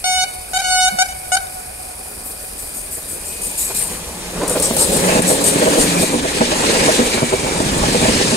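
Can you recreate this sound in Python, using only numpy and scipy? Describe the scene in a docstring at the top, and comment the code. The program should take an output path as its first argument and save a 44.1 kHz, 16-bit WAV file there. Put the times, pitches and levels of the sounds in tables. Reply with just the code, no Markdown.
"""Cicadas (flickering noise) sing, a low murmur lies behind them, and a far train horn gives short blasts.
The horn adds up harmonics; slopes, a hillside and the far valley side send it back. A soft low bump falls between.
Then one wheel rubs the rail in gritty swells of noise, about once a turn, and wheels knock on the rail joints.
The electric locomotive and its coaches run past close by: shaped noise that swells with each group of wheels.
Wind gusts (low noise) are strongest near the end. Two spaced microphones, the two "ears", hear it all."""
import sys
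import numpy as np
from scipy import signal
from scipy.fft import rfft, irfft
from scipy.io import wavfile
from scipy.ndimage import uniform_filter1d, map_coordinates

SR = 44100
rng = np.random.default_rng(int(sys.argv[2]) if len(sys.argv) > 2 else 0)


def inscribe(sig):
    """Save sig as 16-bit PCM at rate SR to the path in sys.argv[1].

    A 1-D sig is mono; a 2-D sig holds one channel per row.
    Samples are clipped to [-1, 1] before scaling.
    """
    pcm = np.round(np.clip(np.atleast_2d(sig).T, -1, 1) * 32767)
    wavfile.write(sys.argv[1], SR, pcm.astype(np.int16))


N = 368676  # length in samples


def amp(db):
    """Gain of a level in dB."""
    return 10 ** (np.asarray(db) / 20)


def evened(x):
    """The sound scaled to rms 1."""
    return x / np.sqrt(np.mean(x ** 2) + 1e-20)


def wander(shape, size, passes=1):
    """Slow random drift of rms 1: noise averaged over `size` steps, once or more."""
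    x = rng.standard_normal(shape)
    for _ in range(passes):
        x = uniform_filter1d(x, size=size)
    return evened(x)


def read(points, hz):
    """Looks up a spectrum table, with pitch on a logarithmic scale."""
    f, value = np.transpose(points)
    return np.interp(np.log(hz + 1), np.log(f + 1), value)


def curve(rows, t, axis=1):
    """Looks up one column of a time table, in straight lines between its rows."""
    rows = np.array(rows)
    return np.interp(t, rows[:, 0], rows[:, axis])


def bells(rows, t):
    """Sum of smooth bumps in dB, each row giving a time, a width and a height."""
    return sum(db * np.exp(-((t - s) / width) ** 2) for s, width, db in rows)


def add(mix, s, sound):
    """Mixes a sound in at s seconds, cutting what runs past the end."""
    part = mix[..., round(s * SR):][..., :sound.shape[-1]]
    part += sound[..., :part.shape[-1]]


def lagged(x, lag_ms):
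    """Sound from one side reaches one ear first: the left is late by lag_ms, which may change over time."""
    n, half = np.arange(x.shape[-1]), lag_ms * SR / 2000
    return np.array([map_coordinates(x, [n - half], order=3), map_coordinates(x, [n + half], order=3)])


# how alike the two ears hear noise: (f/Hz, likeness from 0 to 1)
LIKENESS = [(60, 0.96), (300, 0.92), (1000, 0.52), (2500, 0.12), (5000, 0.12), (7000, 0.65), (9500, 0.65),
            (15000, 0.7)]
# direction of the train; some sounds use only part of this lag: (t/s, left ear lag/ms)
TRAIN_LAG = [(0, 0.5), (3.0, 0.57), (3.8, 0.072), (4.3, 0.13), (4.8, -0.293), (5.1, -0.47), (8.4, -0.48)]


def noise(colour, size, patchy_db, flicker_db, lag=TRAIN_LAG, field=None):
    """Random short-time spectra in drifting patches, with a flicker shared by all pitches, in two ears."""
    hop = size // 4
    t, hz = np.arange(N // hop + 5) * hop / SR, np.fft.rfftfreq(size, 1 / SR)
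    a, b, c, d, patches = rng.standard_normal((len(t), len(hz), 5)).astype(np.float32).T
    patches = uniform_filter1d(patches, size=max(size // 100, 2), axis=0)  # blurred over pitch
    patches = evened(uniform_filter1d(patches, size=2600 // hop + 1, axis=1))  # blurred over time
    flicker = wander(len(t), 700 // hop + 1)
    same = np.clip(read(LIKENESS, hz), 0, 1)[:, None]
    left = a + 1j * b
    right = same * left + np.sqrt(1 - same ** 2) * (c + 1j * d)
    lag_share = np.clip(0.35 + hz / 2000, 0, 1)  # the bass comes from many wheels along the line
    lag_share = lag_share * (hz < 6500)  # above 6500 Hz both ears hear it without lag
    late = np.exp(2j * np.pi * np.outer(hz * lag_share, curve(lag, t) / 1000))
    z = np.array([left, late * right])
    shape = amp(read(colour, hz)[:, None] + patchy_db * patches + flicker_db * flicker)
    z *= shape / np.sqrt(np.mean(shape ** 2))
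    if field is not None:
        z *= field(t, hz)
    return signal.istft(z, nperseg=size, noverlap=size - hop)[1][:, :N] / np.sqrt(size * 4 / 3)


# level tilt between the two ears, varying with pitch: (f/Hz, left over right level/dB)
LEFT_OVER_RIGHT = [(100, -1.5), (1000, -1), (5000, 0.5), (7000, -2.5), (9000, 8.5), (11500, 3.5),
                   (15000, 1)]


def leaned(x):
    """Level tilt between the two ears, varying with pitch."""
    tilt = amp(read(LEFT_OVER_RIGHT, np.fft.rfftfreq(N, 1 / SR)) / 2)
    return irfft(rfft(x) * np.array([tilt, 1 / tilt]), N)


# colour of the body rumble: (f/Hz, relative level/dB per Hz)
RUMBLE = [(41, -39), (70, -19), (103, -16.5), (167, -3), (276, -2), (352, -1.5), (511, 0.5), (635, -6),
          (741, -6), (864, -2.5), (1060, -6.5), (1390, -11), (1500, -12.5), (1950, -22.5), (3300, -120)]
# colour of wheel on rail: (f/Hz, relative level/dB per Hz)
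HISS = [(590, -7.5), (1000, -39), (1380, -21.5), (1660, -5.5), (2100, -7.5), (2370, -6), (2740, -7),
        (3480, -8), (3860, -6.5), (5620, -9.5), (7000, -11.5), (9100, -20.5), (15400, -120)]
# colour of the singing rail: (f/Hz, relative level/dB per Hz)
SING = [(3240, -39), (5500, -8.5), (6870, 3.5), (8140, 4.5), (8810, 6), (11100, -3), (15600, -15)]
# level of the rumble over time: it lifts at 4.38 s, then drops back: (t/s, level/dB)
RUMBLE_LEVEL = [(3.8, -3.5), (4.32, -5), (4.38, -1), (4.87, -6), (4.9, -5)]
# brief dips of the roar: (t/s, width/s, level/dB)
DIPS = [(5.214, 0.019, -5), (5.87, 0.023, -1), (6.21, 0.017, -4), (6.365, 0.013, -0.5)]


def rolling():
    """Rough wheels on rough rail: body rumble, mid hiss and the singing rail, with hums and a whine."""
    t = np.arange(N) / SR
    rumble = nearness(t, axis=1) * (noise(RUMBLE, size=1024, patchy_db=1.6, flicker_db=1.6) + hums(t))
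    hiss = nearness(t, axis=2) * noise(HISS, size=512, patchy_db=1.53, flicker_db=1.25, field=surge)
    sing = nearness(t, axis=3) * noise(SING, size=256, patchy_db=1.8, flicker_db=1.2, field=sing_top)
    rumble = rumble * amp(curve(RUMBLE_LEVEL, t))
    return amp(bells(DIPS, t)) * (rumble + hiss + sing + whine(t))


# groups of wheels coming nearest; the first swell runs ahead through the rail:
# (t/s, rumble level/dB, hiss level/dB, singing level/dB)
WHEELS = [(3.721, -54, -28.5, -28), (4.47, -23.5, -58, -56), (4.65, -30, -23, -52), (4.88, -46, -49, -24),
          (5.15, -9.5, -16.5, -19), (5.45, -32, -31, -21.5), (5.82, -9.5, -14.5, -17.5),
          (6.55, -10.5, -16.5, -25.5), (6.87, -7.5, -12.5, -17), (7.65, -11, -19, -23.5),
          (8.1, -11, -14.5, -18), (8.45, -13.5, -13, -22)]
# fall of rumble, hiss and singing [dB per tenfold squared distance]
FALL_DB = (-13.5, -14.5, -13)
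PASS_S = 0.26  # time to move as far as the track is away


def nearness(t, axis):
    """Gain of one layer: the powers of all wheel groups add up, each falling with its distance."""
    power = 0
    for row in WHEELS:
        distance = np.log10(1 + ((t - row[0]) / PASS_S) ** 2)
        power = power + amp(row[axis] + FALL_DB[axis - 1] * distance) ** 2
    return np.sqrt(power)


# swells of the hiss: (t/s, width/s, level/dB)
SURGES = [(5.13, 0.12, 5.5), (5.62, 0.063, 4), (6.3, 0.11, 3.5)]


def surge(t, hz):
    """The middle of the hiss, round 1700 Hz, swells as the driven bogies go by."""
    middle = np.exp(-(np.log2(hz / 1700 + .01) / .8) ** 2)
    return amp(np.outer(middle, bells(SURGES, t)))


# the locomotive is brighter than the coaches: (t/s, level/dB an octave above 9 kHz)
SING_TOP = [(4.4, 0), (4.6, 14), (5.2, 1), (6.1, -5), (8.4, -11)]


def sing_top(t, hz):
    """Gain of the highest treble of the singing rail, tilted above 9 kHz."""
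    return amp(np.outer(np.log2(np.maximum(hz / 9000, 1)), curve(SING_TOP, t)))


# drive train and wheel tones: (f/Hz, width/Hz, level/dB against the rumble, start t/s, end t/s)
HUMS = [(178.4, 17, -11, 3.6, 6.3), (283, 18, -10.5, 5.1, 6.35), (429, 43, -10.5, 4.3, 5.88),
        (538, 50, -7.5, 4.33, 5.9), (2450, 90, -8.5, 3.26, 3.86), (173, 111, -7, 7.5, 8.6)]


def hums(t):
    """Noise in narrow resonances, each heard while its vehicle is near."""
    out = np.zeros(N)
    for (hz, width, db, start, end), drive in zip(HUMS, rng.standard_normal((len(HUMS), N))):
        tone = evened(signal.lfilter(*signal.iirpeak(hz, hz / width, SR), drive))
        out += amp(db) * tone * np.clip(np.minimum(t - start, end - t) / 0.12, 0, 1)
    return lagged(out, 0.73 * curve(TRAIN_LAG, t))


# wheels whine, mostly sinking in pitch as they go by: (t/s, f/Hz, level/dB)
WHINE = [(5.7, 2470, -45), (5.98, 2400, -28), (6.2, 2380, -40), (6.62, 2507, -37), (6.82, 2450, -33),
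         (7.18, 2310, -29.5), (7.5, 2286, -34), (7.75, 2450, -40), (8.05, 2380, -29), (8.36, 2330, -54)]


def whine(t):
    """A narrow band of noise, about 100 Hz wide, follows a gliding pitch."""
    a, b = signal.lfilter(*signal.butter(1, 50, fs=SR), rng.standard_normal((2, N)))
    carrier = np.exp(2j * np.pi * np.cumsum(curve(WHINE, t)) / SR)
    tone = evened(((a + 1j * b) * carrier).real)
    return lagged(amp(curve(WHINE, t, axis=2)) * tone, curve(TRAIN_LAG, t))


# wheels on the rail joints: (t/s, peak level/dB before the ear tilt, chatter rate f/Hz, chatter length/s)
KNOCKS = [(2.967, -24, 445, 0.017), (3.694, -21, 335, .02), (3.702, -23.5, 894, 0.02),
          (4.359, -19, 431, 0.028), (4.409, -15, 970, 0.019), (4.424, -10, 431, 0.028),
          (4.496, -13, 482, 0.027), (4.546, -7, 485, 0.035), (4.706, -4, 213, 0.0078),
          (4.764, -13, 562, 0.01), (4.956, -8.5, 188, 0.019), (5.078, -5, 515, 0.028),
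          (5.111, -6.5, 535, .04), (5.146, -1, 300, 0.032), (5.187, -0.5, 249, 0.0084),
          (5.299, -7, 511, 0.02), (5.551, -2.5, 157.5, 0.018), (5.608, -5, 473, 0.036),
          (5.656, -3.5, 547, 0.038), (5.718, -7, 272, 0.021), (5.765, -5.5, 329, .04),
          (6.019, -4, 321, 0.021), (6.126, -3, 237.5, 0.027), (6.237, -9, 516, 0.028),
          (6.403, -2, 251, 0.016), (6.407, -2.5, 842, 0.018), (6.514, -7, 590, 0.027),
          (6.738, -7, 514, 0.029), (6.811, -5.5, 280, 0.015), (6.878, -2.5, 703, .02),
          (6.988, 0, 242, 0.017), (7.137, -8, 238, 0.021), (7.213, 0.5, 140.8, 0.022),
          (7.317, -2, 400, 0.028), (7.431, -7.5, 158.2, 0.023), (7.602, -3, 360, 0.0063),
          (7.721, -14, 221, 0.017), (7.83, -8.5, 805, 0.017), (7.883, -6, 159, .008),
          (7.94, -4.5, 488, 0.021), (8.008, -2, 164, 0.038), (8.049, -5, 623, 0.019),
          (8.08, -3.5, 299, 0.017), (8.159, -7, 231, 0.0056), (8.192, -4, 389, 0.028),
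          (8.311, -5.5, 230, 0.03)]
# ringing modes of the bogie, the wheel frame: (f/Hz, relative level/dB, time to die by 60 dB/s)
BOGIE = [(162, -1, 0.066), (239.5, -2, 0.19), (300, 2.5, 0.058), (391, 4, 0.058), (493.7, 5, 0.07),
         (634, 8.5, 0.048), (821, 6, 0.023), (970, 9, 0.011), (1360, 0, 0.016), (2390, -8, .03)]


def knocks():
    """A wheel chatters on the joint; the blows ring the bogie, most in the modes near their rate."""
    out, t = np.zeros(N), np.arange(6000) / SR
    for (s, db, rate_hz, length), luck in zip(KNOCKS, rng.standard_normal((len(KNOCKS), 2, 40))):
        ring = np.zeros(len(t))
        for hz, mode_db, t60 in BOGIE:
            near_db = -4.5 * abs(np.log2(hz / rate_hz))
            ring += amp(mode_db + near_db - 60 * t / t60) * np.sin(2 * np.pi * hz * t)
        when = abs(np.arange(40) + .5 + .2 * luck[0]) / rate_hz  # uneven timing
        strength = np.sin(np.pi * np.clip(when / length, 0, 1)) * amp(3 * luck[1])
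        blows = np.zeros(SR // 2)
        blows[(when * SR).astype(int)] = strength
        hit = signal.fftconvolve(blows[:4000], ring)
        hit = signal.lfilter(*signal.butter(2, 110, "high", fs=SR), hit)
        add(out, s, amp(db) * hit / (abs(hit).max() + 1e-9))
    return lagged(out, 0.73 * curve(TRAIN_LAG, np.arange(N) / SR))


# colour of the rubbing: (f/Hz, relative level/dB per Hz)
RUB = [(2350, -35.5), (4000, -14), (6300, -10), (7600, 1.5), (8700, 6.5), (9900, -1.5), (11500, -1),
       (13400, -9.5), (14700, -6.5), (15600, -18)]


def rubs():
    """The rubbing wheel catches and slips, so each swell of noise is gritty."""
    grit = uniform_filter1d(rng.standard_normal(N), size=240)
    grit = evened(uniform_filter1d(grit, size=120))
    return amp(1.1 * grit) * noise(RUB, size=512, patchy_db=2.5, flicker_db=0.5, field=rub_field)


# the single rubs: (t/s, level/dB before tilt and wheel modes)
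RUBS = [(2.069, -34.5), (2.2397, -27), (2.4094, -33), (2.5794, -24), (2.7394, -23), (2.9094, -22),
        (3.0779, -22), (3.2494, -22.5), (3.4166, -17.5), (3.577, -14.5), (3.7444, -13), (3.9194, -28),
        (4.4952, -16.5), (4.622, -11), (4.78, -6.5), (4.9194, -14), (5.272, -10.5), (5.4406, -9.5),
        (5.783, -12), (5.987, -15)]
# brighter from afar, down the rail: (t/s, level/dB an octave below 9 kHz per octave up, the same above it)
RUB_TILT = [(2.1, 17, 12), (3.0, 3, 2), (3.9, -8, 3), (4.5, -7.5, -11), (6, -11.5, -5)]
# the long rail ahead rings longer: (t/s, time to die by 60 dB/s)
RUB_T60 = [(3.9, 0.53), (4.5, 0.26)]


def rub_field(t, hz, rise=0.017, hold=0.043):
    """Each rub swells, then dies; its tilt turns about 9 kHz, and each wakes other wheel modes."""
    power = np.zeros((len(hz), len(t)))
    octaves = np.log2(hz / 9000 + 0.06)
    modes_db = 3 * wander((len(RUBS), len(hz)), 2)
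    for (s, db), rings_db in zip(RUBS, modes_db):
        near = (t > s) & (t < s + .5)
        age = t[near] - s
        fade_db = -60 * np.maximum(age - hold, 0) / curve(RUB_T60, s)
        swell = np.minimum(0.59 + 0.41 * age / rise, 1) * amp(db + fade_db)
        slope_db = np.where(octaves < 0, curve(RUB_TILT, s), curve(RUB_TILT, s, axis=2))
        power[:, near] += np.outer(amp(rings_db + slope_db * octaves), swell) ** 2
    return np.sqrt(power)


# the flange, the wheel's rim, bites with a tick: (t/s, starting level/dB before the ear tilt)
TICKS = [(3.576, -23), (4.479, -14), (4.4958, -12.5), (4.599, -12.5), (4.6237, -12), (4.7657, -11),
         (4.919, -21), (4.968, -13), (5.221, -15)]
TICK_HZ, TICK_T60_S = 8900, .055  # pitch; time to die by 60 dB


def ticks():
    """Steel on steel: short bursts of noise round one pitch."""
    out, t = np.zeros((2, N)), np.arange(4000) / SR
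    for (s, db), grit in zip(TICKS, rng.standard_normal((len(TICKS), 3, 4000))):
        both_ears = grit[0] + 1.4 * grit[1:]  # one shared part, one part for each ear
        ring = evened(signal.lfilter(*signal.iirpeak(TICK_HZ, 7.0, SR), both_ears))
        add(out, s, amp(db - 60 * t / TICK_T60_S) * ring)
    return out


# pulls on the horn valve: (t/s, length/s, level/dB when steady, time the pressure takes to build/s,
# steady f/Hz, second harmonic level/dB, level/dB of harmonics 3-8, which the ground echo partly cancels)
BLASTS = [(0.039, 0.2, -16, 0.0081, 739, -2, 1.5), (0.532, 0.043, -15, 0.015, 746, -0.5, -2),
          (0.585, 0.019, -17.5, 0.014, 757, 1, -1), (.615, 0.27, -12.5, 0.069, 739, 0.5, -0.5),
          (0.985, 0.04, -12, 0.004, 743.7, 1.5, -0.5), (1.317, 0.037, -13, 0.0014, 739.5, 0.5, -6.5),
          (1.365, 0.0074, -15.5, 0.0022, 737, 3.5, -0.5)]
# echoes off the slopes: (delay t/s, level/dB before patchiness, left ear lag/ms)
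SLOPES = [(.035, -16, .2), (.1, -20, -.3), (.25, -26, .45)]
FAR_ECHO_S, FAR_ECHO_DB = 1.45, -27  # a dull echo from across the valley


def horn():
    """The blasts, their echoes off the slopes and the valley side, and the long tail."""
    dry = np.zeros((2, 2 * SR))
    for row in BLASTS:
        add(dry, row[0], blast(*row[1:]))
    out = np.zeros((2, N))
    add(out, 0, np.array([lagged(dry[0], 0.1)[0], lagged(dry[1], 0.12)[1]]))
    dull = signal.lfilter([.8], [1, -.2], dry.mean(0))  # grass and air take the treble from echoes
    for s, db, lag_ms in SLOPES:
        add(out, s, amp(db + echo_patches_db()) * lagged(dull, lag_ms))
    add(out, 0, amp(-18.5) * hillside(dull))
    far = signal.lfilter(*signal.butter(2, 900, fs=SR), dull)
    add(out, FAR_ECHO_S, amp(FAR_ECHO_DB + echo_patches_db()) * lagged(far, 0.4))
    return out


# recipe of the horn's tone: (harmonic number, relative level/dB)
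HARMONICS = [(1, -5), (2, -8.5), (3, -10), (4, -12), (5, -11), (6, -10), (7, -13.5), (8, -12.5), (9, -13),
             (10, -14), (11, -14), (12, -12.5), (13, -20), (14, -22), (15, -21.5), (16, -32)]
OPENING_DB, SURGE_DB, SURGE_S = -8, 2, 0.0053  # level as the valve opens; swell just before it shuts
RELEASE_S = 0.0102  # time to die by 10 dB once shut
SCOOP_HZ, SCOOP_S = 18, .006  # starts flat and settles
SPUTTER_DB = 4.5  # unsteady loudness while the pressure builds


def blast(length, level_db, build, steady_hz, second_db, middle_db):
    """A diaphragm chops the air, raggedly at unsettled pressure; warm air makes harmonics waver."""
    t = np.arange(0, length + 3 * RELEASE_S, 1 / SR)
    filling, shut = np.exp(-t / build), np.maximum(t - length, 0) / RELEASE_S
    closing = np.exp(np.minimum(t - length, 0) / SURGE_S)
    slack_db = OPENING_DB * filling + SURGE_DB * closing - 10 * shut
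    ragged = np.clip(filling + np.exp(-t / 0.059) + 0.5 * closing ** 2, .05, 1)

    sharp_hz = 24 * (0.29 * closing ** 2 + 1.27 * np.minimum(2 * shut, 1))  # goes sharp as the valve shuts
    hz = steady_hz - SCOOP_HZ * np.exp(-t / SCOOP_S) + sharp_hz
    wobble = .005 * ragged * wander(len(t), 200)
    drift = .0015 * np.interp(t, np.arange(30) / 30, rng.standard_normal(30))
    turns = np.cumsum(hz * (1 + wobble + drift)) / SR

    out = np.zeros((2, len(t)))
    for k, db in HARMONICS:
        knots = rng.standard_normal((2, 30))
        knot_times = np.arange(30) / (16 + 2 * min(k, 8))
        waver = np.array([np.interp(t, knot_times, row) for row in knots])
        blur = ragged * min(.07 * k, .55) * wander((2, len(t)), 130, passes=2)
        dulling_db = min(k - 1, 6) * (0.016 * slack_db - shut)  # low pressure dulls the tone
        harmonic_db = db + second_db * (k == 2) + middle_db * (2 < k < 9) + dulling_db
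        phase = 2 * np.pi * k * turns + 1.5 * k + min(.25 * k, 1.3) * waver[::-1] + blur
        out -= amp(harmonic_db + min(.5 + .6 * k, 3) * waver) * np.cos(phase)

    air = signal.lfilter([.5, -.5], [1, -.6], rng.standard_normal(len(t)))
    air *= 1 + np.cos(2 * np.pi * turns)  # the hiss of air pulses with the diaphragm
    tone = evened(out) + amp(-22) * ragged * air
    sputter_db = SPUTTER_DB * filling * wander(len(t), 350, passes=2)
    soft_ends = signal.windows.tukey(len(t), .008 * SR / len(t))
    return amp(level_db + slack_db + sputter_db) * tone * soft_ends


def echo_patches_db(depth_db=3):
    """Scrub and moving air break an echo up, differently for each ear."""
    return depth_db * wander((2, 2 * SR), 600, passes=2)


# how long the hillside rings: (f/Hz, time to die by 60 dB/s)
HILL = [(740, 4.2), (1500, 1.4), (2300, 1.7), (3200, .9), (5000, .7), (10000, .3)]


def hillside(x):
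    """Many small reflections: sparse taps of random sign, each band dying at its own speed."""
    taps = np.zeros((2, 2 * SR))
    at = np.arange(900, 2 * SR - 20, 20)
    places = at + rng.integers(0, 20, (2, len(at)))
    np.put_along_axis(taps, places, rng.choice([-1., 1.], (2, len(at))), 1)
    taps[0] += 3.9 * np.roll(taps[1], 20)  # much of it comes from the slope on the right
    hz, t, z = signal.stft(taps, SR, nperseg=256)
    tail = signal.istft(z * amp(-60 * t / read(HILL, hz)[:, None]), SR, nperseg=256)[1]
    tail = tail / np.linalg.norm(tail, axis=1)[:, None]
    return signal.fftconvolve(x[None], tail, axes=1)[:, :N]


# a low bump near the microphones: (start t/s, length/s, level/dB, f/Hz at its ends, f/Hz added at its middle)
BUMP = (.919, .042, -28, 140, 70)


def bump():
    """One soft low burst that rises and falls in pitch, the same in both ears."""
    s, length, db, hz, arch_hz = BUMP
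    out = np.zeros(N)
    arch = np.sin(np.pi * np.arange(0, length, 1 / SR) / length)
    turns = np.cumsum(hz + arch_hz * arch) / SR
    add(out, s, amp(db) * np.sqrt(arch) * np.sin(2 * np.pi * turns))
    return out


# no lag between the ears: (t/s, left ear lag/ms)
AHEAD = [(0, 0), (9, 0)]
# colour of the cicada chorus: (f/Hz, relative level/dB per Hz)
CICADAS = [(1760, -70), (3000, -40), (3590, -23), (4860, -7), (5360, -12), (6450, -16), (7610, -11),
           (8100, -5), (8680, -1), (9760, -2), (13500, -13), (14700, -57), (15600, -23)]


def cicadas():
    """High noise trembling 107 times a second; it fades by 13 dB as the train arrives."""
    t = np.arange(N) / SR
    chorus = amp(-26.5) * noise(CICADAS, size=256, patchy_db=1.2, flicker_db=1.2, lag=AHEAD)
    return chorus * amp(np.sin(2 * np.pi * 107 * t) - 13.0 * np.clip(t - 3.9, 0, 1))


# colour of the far murmur of the line: (f/Hz, relative level/dB per Hz)
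VALLEY = [(59, -44), (100, 1), (290, -11), (323, -16), (440, -4), (498, -16), (590, -1), (4000, -19.5),
          (5200, -30), (8800, -120)]


def murmur():
    """Steady soft noise, mostly low, for the far murmur of the line."""
    return amp(-34) * noise(VALLEY, size=1024, patchy_db=1.2, flicker_db=.6)


# colour of wind at the microphones: (f/Hz, relative level/dB per Hz)
WIND = [(20, -16), (35, 0), (62, -0.5), (80, -0.5), (100, -14), (170, -39)]
# strength of the wind: (t/s, level/dB)
GUSTS = [(0.0, -37), (3.28, -35.5), (5.26, -27.5), (5.47, -43), (5.78, -30), (5.9, -32.5), (7.66, -26.5),
         (7.85, -21), (8.36, -31)]


def wind():
    """Wind at the microphones: deep noise that comes and goes in gusts."""
    gusts = amp(curve(GUSTS, np.arange(N) / SR))
    return gusts * noise(WIND, size=4096, patchy_db=-1.5, flicker_db=-0.5, lag=AHEAD)


def scene():
    """Train, horn and surroundings at the two microphones."""
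    train = leaned(rolling() + knocks() + rubs() + ticks())
    return train + horn() + bump() + cicadas() + murmur() + wind()


def record(dry):
    """A soft ceiling rounds the loudest peaks, then a filter removes what lies above 15750 Hz."""
    held = dry / (1 + dry ** 4) ** (1 / 4)
    band_limit = signal.firwin(1535, 15750, window=("kaiser", 9), fs=SR)
    return signal.oaconvolve(held, band_limit[None], "same")


dry = scene()
out = record(dry)
inscribe(out)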